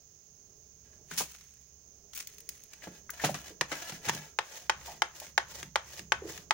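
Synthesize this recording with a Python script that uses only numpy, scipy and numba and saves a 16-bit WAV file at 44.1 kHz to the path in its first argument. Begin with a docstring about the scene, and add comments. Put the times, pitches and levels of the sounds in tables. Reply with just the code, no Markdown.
"""In a small, dry nook a cat climbs into a thin plastic tub on a crinkly bag and licks the bottom clean.
Fur brushes the rim, paws scuff and thump, and creases in the bag give way with a crackle.
Each stroke of the rough tongue rasps, and the flexed plastic snaps back and rings.
Under it lie a low rumble, faint outdoor noise and a thin, steady high hiss on the right."""
import sys
import numpy as np
from scipy import signal
from scipy.fft import rfft, irfft
from scipy.io import wavfile
from numba import njit

SR = 44100
rng = np.random.default_rng(int(sys.argv[2]) if len(sys.argv) > 2 else 0)


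def to_wav(s):
    """Save 16-bit WAV."""
    ch = np.atleast_2d(s).T  # columns
    pcm = np.round(np.clip(ch, -1, 1) * 32767)  # PCM
    wavfile.write(sys.argv[1], SR, pcm.astype(np.int16))


N = 287973
TIME = np.arange(N) / SR

# paw and tub scuffs: t/s, level/dB, swell/s, t60/s, brightness/(dB/octave), floor boom/dB
SCUFFS = [(1.109, -39, 0.0024, 0.25, 0, -40), (1.172, -20.5, 0.012, 0.19, 4.5, -47),
          (1.201, -27, 0.0063, 0.056, -10, -39), (2.871, -33, 0.00092, 0.036, -12, -40),
          (3.237, -17.5, 0.00069, 0.054, -7.5, -23.5), (3.24, -22, 0.0073, 0.15, 0, -34),
          (3.296, -37, .0018, 0.16, 5, -34), (3.342, -28.5, 0.0017, 0.083, -1, -40),
          (3.611, -22, 0.00049, 0.059, -5.5, -40), (3.713, -27, 0.0063, 0.13, -3, -44),
          (3.894, -30, 0.0012, 0.063, -0.5, -51), (3.92, -35, 0.0016, 0.037, -2, -40),
          (4.07, -27, 0.024, 0.025, -2, -33.5), (4.094, -15, 0.0013, 0.029, -3, -42),
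          (4.146, -28.5, 0.0038, 0.027, 2.5, -35.5)]
# the tub snapping back: t/s, level/dB, panel ring/dB, brightness/(dB/octave)
SNAPS = [(3.6107, -3, -8.5, 5), (4.388, -1.5, -4, 0.5), (4.6965, 1.5, -5.5, 1), (5.020, -0.5, 0, 2.5),
         (5.3783, 1, -0.5, 1.5), (5.7576, 1, -5, 0.5), (6.1208, 2, -3, 0.5), (6.5085, 1.5, -6.5, 1)]
# tongue strokes: lift-off t/s, length/s, level/dB, lift-off tick/dB
LICKS = [(4.614, .13, -49.5, -48), (4.923, 0.059, -45.5, -32), (5.267, 0.077, -47.5, -29.5),
         (5.629, 0.11, -47.5, -16), (5.993, 0.1, -47.5, -16.5), (6.377, 0.088, -45.5, -20.5)]
# tone of creases, claws and barbs clicking: f/Hz, level/dB
TICK_COLOUR = [(60, -48), (300, -7), (900, -4), (2000, 3), (5000, -6.5), (10000, -8.5), (15000, -15.5)]
# tone of the snapping plastic: f/Hz, level/dB
SNAP_COLOUR = [(50, -39), (150, -14), (270, -26), (400, -8.5), (900, 6.5), (1700, 3.5), (3000, -5.5),
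               (4200, -10.5), (6500, -17.5), (10000, -21.5), (15000, -39.5)]


def undb(db):
    """Decibels to gain."""
    return 10 ** (np.asarray(db) / 20)


def level(x, db):
    """Scale to an rms level."""
    return x * undb(db) / np.sqrt(np.mean(x ** 2))


def fade(t, t60):
    """Exponential decay, 60 dB down after t60 seconds."""
    return np.exp(-np.log(1000) * t / max(t60, 1e-3))


def stroke(start, length, rise, fall):
    """Envelope that swells up to `start`, holds, and fades; rise and fall are seconds per 60 dB."""
    return fade(np.maximum(start - TIME, 0), rise) * fade(np.maximum(TIME - start - length, 0), fall)


def waver(rate):
    """Random drift with about unit spread and `rate` new values a second."""
    knots = np.arange(0, 8, 1 / rate)
    return np.interp(TIME, knots, 1.2 * rng.standard_normal(len(knots)))


def add(out, start, x):
    """Mix x in at `start` seconds."""
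    i = int(start * SR)
    out[..., i:i + x.shape[-1]] += x[..., :N - i]


def response(colour, tilt_db=0, size=2048):
    """Unit-energy impulse response of an EQ curve, tilted by tilt_db per octave above 600 Hz."""
    octave = np.log2(np.maximum(np.fft.rfftfreq(size, 1 / SR), 1))
    hz, db = np.transpose(colour)
    tilt = tilt_db * np.maximum(octave - np.log2(600), 0)
    gain = undb(np.interp(octave, np.log2(hz), db) + tilt)
    cepstrum = irfft(np.log(gain))
    cepstrum[1:size // 2] *= 2  # fold to minimum phase
    cepstrum[size // 2 + 1:] = 0
    impulse = irfft(np.exp(rfft(cepstrum)))
    return impulse / np.linalg.norm(impulse)


def convolve(x, impulse):
    """Filter along time, keeping the length."""
    return signal.oaconvolve(np.atleast_2d(x), np.atleast_2d(impulse), axes=-1)[:, :x.shape[-1]]


@njit
def resonate(x, hz, width_hz):
    """Band-pass whose centre may move every sample."""
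    y, band, low = np.empty(len(x)), 0., 0.
    for i in range(len(x)):
        g, damping = np.tan(np.pi * hz[i] / SR), width_hz / hz[i]
        v = (band + g * (x[i] - low)) / (1 + g * (g + damping))
        band, low = 2 * v - band, low + 2 * g * v
        y[i] = damping * v
    return y


def diffuse(n, split_hz):
    """Noise from all sides: centred in the bass, wide in the treble."""
    mid, side = rng.standard_normal((2, n))
    likeness = 1 / (1 + (np.fft.rfftfreq(n, 1 / SR) / split_hz) ** 2)
    mid = rfft(mid) * np.sqrt((1 + likeness) / 2)
    side = rfft(side) * np.sqrt((1 - likeness) / 2)
    return irfft(mid + np.array([side, -side]), n)


def outdoors():
    """A faint, wavering murmur from outside."""
    colour = [(100, -2), (200, -2.5), (260, -8), (340, -6.5), (420, 3), (510, -9.5), (620, -6),
              (800, -14.5), (2000, -30), (5000, -34)]  # tone of the murmur: f/Hz, level/dB
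    murmur = convolve(diffuse(N, 490), response(colour))
    return level(murmur, -68) * undb(4 * waver(4))


def rumble():
    """A low bed of noise that swells and sinks."""
    colour = [(15, -34), (25, -11), (42, -36), (66, 4), (85, -9), (140, -9), (230, -16), (500, -54.5)]  # tone of the rumble: f/Hz, level/dB
    swell = [(0.0, -72.5), (0.45, -72.5), (0.76, -68), (2.82, -72.5), (3.35, -64), (4.49, -72.5),
             (4.76, -60.5), (5.14, -70), (5.52, -61), (5.99, -65), (6.26, -55.5), (6.5, -64)]  # its fader ride: t/s, level/dB
    low = convolve(diffuse(N, 380), response(colour, size=16384))
    return level(low, 3) * undb(np.interp(TIME, *np.transpose(swell)))


def air():
    """Soft, even room tone."""
    colour = [(5500, 2.5), (9000, -5), (13500, -11.5), (15200, -36)]  # f/Hz, level/dB
    return level(convolve(diffuse(N, 410), response(colour)), -73)


def hiss():
    """A narrow, steady high hiss, hard right."""
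    colour = [(3000, -38), (4300, -18), (5200, -6.5), (5900, -2), (6450, 9), (7000, -4.5), (7500, -14.5),
              (8100, -32), (14000, -48), (15200, -7.5)]  # tone of the hiss: f/Hz, level/dB
    band = convolve(rng.standard_normal(N), response(colour))
    return level(band, -54) * np.array([[0], [1]])


def friction(n, slips_per_s, spread_db):
    """Many tiny slips of very unequal size, each a noise burst of about a millisecond."""
    slipping = rng.random(n) < slips_per_s / SR
    strength = undb(spread_db * np.minimum(rng.exponential(size=n), 4))
    power = signal.lfilter([1], [1, -np.exp(-1 / (0.001 * SR))], slipping * strength ** 2)
    return level(np.sqrt(power + 1e-9) * diffuse(n, 1800), 0)


def walls(x, echo=0.14, skew_s=.00007):
    """Five echoes off the tub walls colour the sound, differently for every spot touched."""
    impulse = np.zeros((2, 1024))
    impulse[:, 0] = 1
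    for late, skew, polarity in rng.uniform(-0.82, 1, (5, 3)):
        lag_s = .0035 + .0027 * late + np.array([skew, -skew]) * skew_s
        impulse[[0, 1], (SR * lag_s).astype(int)] += np.copysign(echo, polarity)
    return convolve(x, impulse / np.linalg.norm(impulse[0]))


def rasp(force, gap_hz, width_hz, hollow_db, upper_db, tilt_db):
    """Barbs and whiskers catch and slip on the plastic; the air gap around the head rings hollow."""
    colour = [(50, -47), (150, -10), (260, -3), (400, 3.5), (750, 1.5), (1100, -1.5), (1700, 0),
              (3000, 1.5), (6000, -2.5), (10000, -4.5), (15000, -7.5)]  # tone of the rasp: f/Hz, level/dB
    uneven_force = force * undb(3 * waver(45))
    slips = uneven_force * convolve(friction(N, 2800, 3.2), response(colour, tilt_db))
    # the contact wanders between three spots, each with its own echoes
    shares = np.array([undb(9 * waver(14)) for _ in range(3)])
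    scrape = sum(share * walls(slips, echo=.5) for share in shares / shares.sum(0))
    # the gap opens and closes with every small move of the head
    hz = gap_hz * np.exp(.08 * waver(16))
    closure = undb(3 * waver(14))
    hollow = np.array([resonate(side, hz, width_hz) for side in scrape])
    upper = np.array([resonate(side, 2.18 * hz, 2 * width_hz) for side in scrape])
    return scrape + closure * (undb(hollow_db) * hollow + undb(upper_db) * upper)


def grit(force, gain_db, tilt_db):
    """Single barbs and hairs catch harder and let go with a tiny bright click."""
    return undb(gain_db) * convolve(force * friction(N, 70, 3), response(TICK_COLOUR, tilt_db))


def rubs():
    """Fur and muzzle brush the plastic as the head works its way into the tub."""
    touches = [(0.856, 0.094, -67.5), (2.721, 0.11, -62.5), (2.839, 0.013, -50.5), (2.916, 0.064, -56),
               (3.142, 0.051, -50), (3.217, 0.041, -39.5), (3.372, 0.053, -46.5), (3.482, 0.0085, -50.5),
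               (3.707, 0.24, -44), (4.051, 0.08, -40), (4.225, 0.031, -49)]  # brushes of the head: t/s, length/s, level/dB
    force = sum(undb(db) * stroke(start, length, rise=.087, fall=.26) for start, length, db in touches)
    brush = rasp(force, gap_hz=724, width_hz=185, hollow_db=6, upper_db=5.5, tilt_db=0.5)
    return undb(2) * brush + grit(force, gain_db=-10.5, tilt_db=4)


def thumps(floor_lag_s=0.0024, lift_boom_db=-25.5, size=16384):
    """Uneven pushes knock on the tub walls; the floor booms just after each scuff and tongue lift."""
    knocks = [(1.01, -55, 280, 0.042), (1.113, -33.5, 1560, 0.054), (1.206, -30.5, 480, 0.07),
              (2.819, -44, 1940, 0.11), (2.877, -39.5, 333, 0.11), (3.094, -30, 1510, 0.038),
              (3.198, -31.5, 1670, 0.064), (3.238, -22.5, 660, 0.098), (3.288, -20.5, 695, 0.052),
              (3.501, -42, 380, .11), (3.72, -37, 313, 0.15), (4.875, -36.5, 726, .22),
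              (5.218, -39, 710, .086), (6.22, -34.5, 426, 0.17), (6.243, -33.5, 385, 0.3)]  # pushes on one wall: t/s, level/dB, f/Hz, t60/s
    floor_modes = [(158, -1.5, 0.26), (231, -9, 0.17), (357, -8.5, 0.13)]  # modes of the tub floor: f/Hz, level/dB, t60/s
    out, t = np.zeros(N), TIME[:size]
    loads = [(start, db) for start, *_, db in SCUFFS]
    loads += [(lift, db + lift_boom_db) for lift, *_, db in LICKS]
    booms = [(start + floor_lag_s, db + mode_db, hz, t60)
             for start, db in loads for hz, mode_db, t60 in floor_modes]
    for start, db, hz, t60 in knocks + booms:
        band = signal.butter(2, hz * np.exp([-.18, .18]), "band", fs=SR, output="sos")
        force = (1 - np.exp(-t / (0.0084 * t60))) * fade(t, t60)  # longer thumps have softer attacks
        boom = force * signal.sosfilt(band, rng.standard_normal(2 * size))[size:]
        add(out, start, undb(db) * boom * np.linalg.norm(force) / np.linalg.norm(boom))
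    return out


def scuffs(size=8192):
    """Paws and tub skid in short bursts of friction that swell and die away."""
    colour = [(40, -48), (100, -12.5), (300, -8.5), (700, 2), (1600, 3.5), (3000, 2), (6000, -4),
              (10000, -3), (15000, -12)]  # tone of a scuff: f/Hz, level/dB
    out, t = np.zeros((2, N)), TIME[:size]
    for start, db, swell, t60, tilt_db, _ in SCUFFS:
        force = np.minimum(t / swell, 1) * fade(np.maximum(t - swell, 0), t60)
        skid = walls(force * friction(size, 3300, 0.91))
        add(out, start, undb(db) * convolve(skid, response(colour, tilt_db)))
    return out


def bag():
    """Little creases give way in the bag; now and then a stiffer one pops."""
    rustles = [(1.12, 0.067, -42.5, 0.24), (1.294, 0.022, -49.5, 1), (2.167, 0.043, -39, .15),
               (2.294, 0.026, -53.5, 0.73), (2.528, 0.037, -55, 0.86)]  # the bag settling under the weight: t/s, length/s, level/dB, t60/s
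    force = sum(undb(db) * stroke(start, length, rise=.11, fall=t60)
                for start, length, db, t60 in rustles)
    crinkle = convolve(force * friction(N, 1200, 3.5), response(TICK_COLOUR, tilt_db=3))
    pops = convolve(force * friction(N, 90, 3), response(TICK_COLOUR, tilt_db=7))
    return undb(-2) * crinkle + undb(-5) * pops


def ticks(trim_db=-13, lift_tilt_db=-0.5, size=2048):
    """Single creases, claw tips and the tongue lifting off each give a short, dry crack."""
    clicks = [(1.312, -25, 15), (1.348, -29, -1.5), (1.41, -33, 1), (1.538, -34, 7.5), (2.134, -23.5, 2.5),
              (2.149, -18, 11), (2.157, -17, 11), (2.175, -8.5, 15), (2.202, -17.5, 5), (2.272, -15.5, 8.5),
              (2.383, -25, 6), (2.404, -23, 8), (2.49, -9.5, 8), (2.637, -24, 10), (2.734, -24, 2.5),
              (3.103, -9, 10.5), (3.481, -24, 0.5), (4.087, -6.5, -1.5), (4.812, -26, -3), (5.2, -17, 6)]  # creases and claws: t/s, level/dB, brightness/(dB/octave)
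    lifts = [(lift, db, lift_tilt_db) for lift, *_, db in LICKS]
    out = np.zeros((2, N))
    for start, db, tilt_db in clicks + lifts:
        crack = diffuse(size, 1900) * fade(TIME[:size], t60=0.028)
        add(out, start, undb(db + trim_db) * convolve(crack, response(TICK_COLOUR, tilt_db)))
    return out


def panel_ring(t, cycles=34, skew_s=.00005):
    """The tub's panels ring; the muzzle presses a new spot each time, detuning and reweighting them."""
    modes = [(360, -19), (527, -16), (689, -6.5), (850, -0.5), (905, -6), (1160, -36), (1291, -45),
             (1453, -2.5), (1754, -4), (2002, -10), (2260, -1), (2842, 1.5), (3111, 2.5), (3692, 1),
             (4155, -44)]  # panel modes: f/Hz, level/dB
    ring = 0
    for k, (mode_hz, db) in enumerate(modes):
        detune, weight_db, lag = rng.standard_normal(3)
        hz = mode_hz * (1 + .01 * detune)
        phase = 2 * np.pi * hz * (t + np.array([[1], [-1]]) * lag * skew_s)
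        ring += (-1) ** k * undb(db + weight_db) * fade(t, t60=cycles / hz) * np.sin(phase)
    return ring


def snaps(crack_db=5, ring_db=-16, chatter_s=0.0071, size=8192):
    """The plastic flips back with one sharp push, chatters until it seats, and rings."""
    out, t = np.zeros((2, N)), TIME[:size]
    push = response([(2000, -1.5), (5000, -0.5)], size=32)
    for start, db, panel_db, tilt_db in SNAPS:
        chatter = diffuse(size, 1200) * np.exp(-(t / chatter_s) ** 2) * (t > .0007)
        contact = chatter / np.linalg.norm(chatter[0])
        contact[:, :len(push)] += push
        crack = undb(crack_db) * convolve(contact, response(SNAP_COLOUR, tilt_db))
        ring = undb(ring_db + panel_db) * panel_ring(t)
        add(out, start, undb(db) * (crack + ring))
    return out


def slides(dull_hz=4500):
    """After every snap the plastic slides against the soft muzzle with a dull scrape."""
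    force = sum(undb(db) * (TIME > start) * fade(np.maximum(TIME - start, 0), t60=0.58)
                for start, db, *_ in SNAPS)
    scrape = convolve(force * friction(N, 3100, 2.1), response(SNAP_COLOUR, tilt_db=1))
    return undb(-45) * signal.lfilter(*signal.butter(1, dull_hz, fs=SR), scrape)


def licks():
    """The rough tongue drags over the bottom until it lifts off."""
    force = sum(undb(db) * stroke(lift - length, length, rise=.24, fall=.21)
                for lift, length, db, _ in LICKS)
    drag = rasp(force, gap_hz=800, width_hz=83, hollow_db=4, upper_db=-2, tilt_db=0.3)
    return undb(3) * drag + grit(force, gain_db=-8, tilt_db=5)


def nook(x, wet_db=-13, dull_hz=9000, size=16384):
    """Close boards and walls add a short, dull tail."""
    t = TIME[:size]
    build_up = 1 - np.exp(-(t / .009) ** 2)
    tail = diffuse(size, 900) * build_up * fade(t, t60=.18)
    tail *= undb(wet_db) / np.linalg.norm(tail[0])
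    return x + convolve(x, signal.lfilter(*signal.butter(1, dull_hz, fs=SR), tail))


def microphone(x):
    """Two unlike ports colour the sound; the right one hears it a sample later."""
    left = [(700, 4.5), (1500, 8), (2500, 8.5), (4500, 5), (7000, 10.5), (8200, 5.5), (10000, 6.5),
            (13500, 3.5), (15200, 13.5)]  # left port response: f/Hz, level/dB
    right = [(900, 2), (1500, -1), (2400, -1.5), (4500, 4.5), (6600, 12.5), (7400, 1.5), (8400, -11.5),
             (10000, -19), (13800, -41), (15200, 9.5)]  # right port response: f/Hz, level/dB
    return convolve(x, np.array([response(left), np.roll(response(right), 1)]))


def scene():
    """Cat, tub and bag sound through the nook and the microphone, over the ambience bed."""
    foley = nook(snaps() + slides() + scuffs() + ticks() + thumps() + rubs() + licks() + bag())
    low_bed = (outdoors() + rumble()) * undb([[-1.3], [1.3]])  # leans right
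    return microphone(foley) + low_bed + air() + hiss()


def record(dry):
    """The phone cuts the top steeply above 15.7 kHz."""
    return signal.sosfilt(signal.ellip(8, .2, 70, 15700, fs=SR, output="sos"), dry)


dry = scene()
out = record(dry)
to_wav(out)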